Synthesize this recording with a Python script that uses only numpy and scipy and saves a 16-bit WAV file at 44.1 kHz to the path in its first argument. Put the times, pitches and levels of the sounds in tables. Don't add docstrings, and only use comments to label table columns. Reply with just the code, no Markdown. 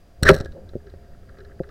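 import sys
import numpy as np
from scipy import signal
from scipy.fft import rfft, irfft
from scipy.io import wavfile

SR = 44100
rng = np.random.default_rng(int(sys.argv[2]) if len(sys.argv) > 2 else 0)


def bounce(signal):
    frames = np.transpose(np.atleast_2d(signal))
    limited = np.clip(frames, -1, 1)
    pcm = np.round(limited * 32767).astype(np.int16)
    wavfile.write(sys.argv[1], SR, pcm)


N = 74970
TIME = np.arange(N) / SR
TRIGGER_S = .2321
CLANG_T60_S = .03

# f/Hz, width/Hz, relative level/dB
CLANG_BANDS = [(1193, 140, -7), (1339, 170, -1), (1622, 250, 2.5), (1874, 250, -5), (2600, 900, -24.5)]
# f/Hz, width/Hz, relative level/dB
SNAP_BANDS = [(2860, 1200, -9), (4020, 700, 3.5), (5480, 1200, -4), (8020, 1100, -10),
              (10760, 16000, -16.5), (13900, 2500, -26)]


def rubber_slam():
    # t/s, level/dB
    slams = [(0.2931, 10), (0.298, 5), (0.3013, 5.5), (0.3059, 2.5)]
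    # f/Hz, level/dB, t60/s
    barrel_tones = [(158.5, -14, .15), (537.6, -6.5, 0.15)]
    crack_force = from_db(-2.5) * burst(.2908, rise_s=.0009, t60=.007)
    crack = rubbed(crack_force, [(2280, 2200, 0)])
    blows = low_pass(sum(from_db(db) * impulse(s) for s, db in slams), hz=940)
    boom = signal.fftconvolve(blows, housing_ring())[:N]
    return crack + boom + struck_tones(slams[0][0], barrel_tones)


def shaft():
    # t/s, level/dB
    scraping = [(.235, -90), (.252, -21.5), (.268, -21.5), (.290, -10.5), (.308, -21), (.32, -33.5),
                (.39, -44), (.53, -74)]
    # t/s, f/Hz, level/dB
    stick_slip = [(0.244, 1793, -110), (.268, 1744, -10.5), (.281, 1500, -18.5), (0.2919, 1440, 1.5),
                  (.3, 1277, -110)]
    force, = gain_curves(scraping)
    hiss = from_db(-13.5) * low_pass(rubbed(force, SNAP_BANDS, grain_db=1), hz=9200)
    s, hz, db = np.transpose(stick_slip)
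    wobble_hz = 128 * rms_one(low_pass(rng.standard_normal(N), hz=330))
    pitch = np.interp(TIME, s, hz) + wobble_hz
    screech = from_db(np.interp(TIME, s, db)) * np.sin(2 * np.pi * np.cumsum(pitch) / SR)
    scrape = rubbed(force, CLANG_BANDS, grain_db=1)
    ping = struck_tones(.4578, [(1653, -39, .14)])
    return scrape + hiss + screech + ping


def trigger():
    # t/s, level/dB
    grinding = [(.222, -100), (.2255, -43), (.2315, -27.5), (.2327, -15.5), (.2365, -32), (.266, -110)]
    # f/Hz, level/dB, t60/s
    catch_tones = [(1490, -19, 0.049), (4030, -13, 0.0074), (5660, -20.5, 0.03), (8100, -14.5, 0.0071)]
    force, = gain_curves(grinding)
    return rubbed(force, SNAP_BANDS) + rubbed(force, CLANG_BANDS) + struck_tones(TRIGGER_S, catch_tones)


def recoil():
    # t/s, level/dB, f/Hz, t60/s
    shoves = [(.2272, 0, 130, 0.015), (.2312, -15.5, 54, 0.19), (.4065, -2, 82, 0.0093)]
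    pressure = 0
    for k, (s, db, hz, t60) in enumerate(shoves):
        age = np.maximum(TIME - s, 0)
        pressure += (-1) ** k * from_db(db - 60 * age / t60) * np.sin(2 * np.pi * hz * age)
    return low_pass(pressure, hz=900)


def rattle():
    # t/s, thud level/dB, clang level/dB, snap level/dB
    hits = [(.2905, -4, -18, -13), (.3025, -27, -12, -22.5), (.3135, -48, -42, -30), (.3342, -21, -41, -37),
            (.3375, -30, -35, -46), (.3432, -15, -35, -29.5), (.3492, -43, -52, -31.5),
            (.3642, -17, -60, -37), (.3787, -44, -59, -43), (.3863, -37, -62, -40),
            (.4022, -21.5, -33, -36.5), (.4095, -22.5, -53, -37), (.4472, -39, -58, -44.5),
            (.4582, -25, -40, -44.5)]
    return contacts(hits)


def knocks():
    # t/s, level/dB, treble cut-off/Hz, bounce delay/s, bounce relative level/dB
    bumps = [(0.7538, -15, 565, .0085, -3), (1.6025, -13.5, 714, 0.00582, -3)]
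    blows = 0
    for s, db, hz, delay, bounce_db in bumps:
        bump = impulse(s) + from_db(bounce_db) * impulse(s + delay)
        blows += from_db(db) * low_pass(bump, hz, order=6)
    thump_hz = 151
    thump = from_db(-9.5) * np.exp(-TIME / .0037) * np.cos(2 * np.pi * thump_hz * TIME)
    return -signal.fftconvolve(blows, damped_ring(t60=.095) + thump)[:N]


def reef_clicks():
    # t/s, thud level/dB, clang level/dB, snap level/dB
    hits = [(.5217, -52, -53.5, -50), (.6914, -55.5, -57, -49.5), (.7343, -29.5, -52, -68.5),
            (.8689, -43, -49.5, -58.5), (.899, -56, -61, -54.5), (.938, -29, -56, -61.5),
            (1.2915, -55.5, -48.5, -60.5), (1.3863, -40, -45.5, -54), (1.405, -58.5, -47.5, -52.5),
            (1.4491, -54.5, -49.5, -53.5), (1.6342, -42, -41.5, -58), (1.691, -54.5, -46, -52.5)]
    return low_pass(contacts(hits, stretch=1.7), hz=4770)


def ticks():
    ticks_per_s, growth_db_per_s = 40, 11
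    hits = (rng.random(N) < ticks_per_s / SR) * rng.random(N) * (TIME > TRIGGER_S)
    fade_per_sample = from_db(-60 / (CLANG_T60_S * SR))
    force = signal.lfilter([1], [1, -fade_per_sample], hits + 1e-18)
    return rubbed(force * from_db(-66.5 + growth_db_per_s * TIME), CLANG_BANDS)


def water():
    # t/s, rumble level/dB, housing ring level/dB
    wake = [(0, -49.5, -77), (.15, -52, -106), (.22, -39, -43), (.25, -19, -23.5), (.32, -17.5, -20),
            (.37, -34.5, -33.5), (.44, -31.5, -41.5), (.51, -37, -55.5), (.57, -47, -39), (.66, -42, -54),
            (1.0, -44, -59), (1.7, -45.5, -53.5)]
    # f/Hz, relative level/dB
    rumble_colour = [(20, 1.5), (35, -5), (55, 1), (85, 1), (115, -12), (200, -13), (400, -30.5),
                     (900, -65)]
    # f/Hz, relative level/dB
    wash_colour = [(20, 1.5), (140, 0), (280, -7), (680, -5), (850, -15.5), (1650, -17), (2300, -22),
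                   (5800, -26), (8000, -30.5), (15500, -33.5)]
    rumble_gain, push_gain = gain_curves(wake)
    rumble = rumble_gain * coloured_noise(rumble_colour)
    pushes = push_gain * rng.standard_normal(N)
    ring = housing_ring()
    ringing = signal.fftconvolve(pushes, ring / np.linalg.norm(ring))[:N]
    wash = from_db(-57.5) * coloured_noise(wash_colour)
    return rumble + low_pass(ringing, hz=950, order=4) + wash


def hum():
    # f/Hz, width/Hz, level/dB
    tones = [(696, 6.7, -66), (4810, 160, -77.5)]
    # t/s, level/dB
    swells = [(0, -77), (.83, -63.5), (.87, -46), (.93, -63.5), (1.35, -77.5), (1.41, -43), (1.52, -60),
              (1.7, -51.5)]
    steady = sum(from_db(db) * rms_one(resonate(rng.standard_normal(N), hz, width))
                 for hz, width, db in tones)
    drone_gain, = gain_curves(swells)
    return steady + drone_gain * rms_one(resonate(rng.standard_normal(N), hz=402, width_hz=42))


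def contacts(hits, stretch=1):
    rise_s = .00095 * stretch
    blows = clang_force = snap_force = 0
    for s, thud_db, clang_db, snap_db in hits:
        blows += from_db(thud_db) * impulse(s)
        clang_force += from_db(clang_db) * burst(s, rise_s, CLANG_T60_S * stretch)
        snap_tail = from_db(-24) * burst(s, rise_s, t60=.07)
        snap_force += from_db(snap_db) * (burst(s, rise_s, t60=.014 * stretch) + snap_tail)
    thud = signal.fftconvolve(low_pass(blows, hz=850, order=6), damped_ring(t60=.12))[:N]
    snap = rubbed(snap_force, SNAP_BANDS)
    snap = np.where(TIME < .395, snap, low_pass(snap, hz=8950))
    return thud + rubbed(clang_force, CLANG_BANDS) + snap


def rubbed(force, bands, grain_db=0):
    flutter = rms_one(low_pass(rng.standard_normal(N), hz=700))
    grain = rms_one(from_db(grain_db * flutter))
    ringing = sum(from_db(db) * resonate(force * grain * rng.standard_normal(N), hz, width)
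                  for hz, width, db in bands)
    band_power = sum(from_db(db) ** 2 * np.pi * width / (2 * SR) for _, width, db in bands)
    return ringing / np.sqrt(band_power)


def struck_tones(s, tones):
    age = np.maximum(TIME - s, 0)
    return sum(from_db(db - 60 * age / t60) * np.minimum(age * hz, 1) * np.sin(2 * np.pi * hz * age)
               for hz, db, t60 in tones)


def housing_ring():
    # f/Hz, relative level/dB, t60/s
    tones = [(88.7, -15.5, 0.42), (160.3, -11, 0.12), (239, -15.5, 0.098), (404, -4, .055),
             (396.7, 0, 0.037), (528.1, 1, 0.06), (616, -18, 0.12), (740, -31, 0.21)]
    ring = sum(from_db(db - 60 * TIME / t60) * np.sin(2 * np.pi * hz * TIME) for hz, db, t60 in tones)
    return ring / np.abs(ring).max()


def damped_ring(t60):
    return housing_ring() * from_db(-60 * TIME / t60)


def coloured_noise(colour):
    hz, db = np.transpose(colour)
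    bin_hz = np.maximum(np.arange(N // 2 + 1) * SR / N, 1)
    gain = from_db(np.interp(np.log(bin_hz), np.log(hz), db))
    return rms_one(irfft(rfft(rng.standard_normal(N)) * gain, N))


def resonate(x, hz, width_hz):
    r = np.exp(-np.pi * width_hz / SR)
    gain = (1 - r * r) / 2
    section = [gain, 0, -gain, 1, -2 * r * np.cos(2 * np.pi * hz / SR), r * r]
    return signal.sosfilt([section, section], x + 1e-18)


def low_pass(x, hz, order=2):
    return signal.sosfilt(signal.butter(order, hz, fs=SR, output="sos"), x + 1e-18)


def burst(s, rise_s, t60):
    swell = (TIME - s) / rise_s
    fade = -np.log(1000) * (TIME - s) / t60
    return np.exp(np.minimum(swell, fade).clip(-50, 0))


def impulse(s):
    return np.maximum(0, 1 - np.abs(TIME - s) * SR)


def gain_curves(rows):
    s, *columns = np.transpose(rows)
    return [from_db(np.interp(TIME, s, db)) for db in columns]


def from_db(db):
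    return 10 ** (np.asarray(db) / 20)


def rms_one(x):
    return x / np.sqrt(np.mean(x ** 2) + 1e-20)


def scene():
    shot = trigger() + recoil() + shaft() + rubber_slam() + rattle()
    reef = reef_clicks() + ticks() + water() + hum()
    return (shot + knocks() + reef)[None]


def record(dry):
    ceiling, hardness, cutoff_hz = .76, 5, 15900
    clipped = dry / (1 + np.abs(dry / ceiling) ** hardness) ** (1 / hardness)
    return signal.sosfilt(signal.ellip(10, .1, 90, cutoff_hz, fs=SR, output="sos"), clipped)


dry = scene()
out = record(dry)
bounce(out)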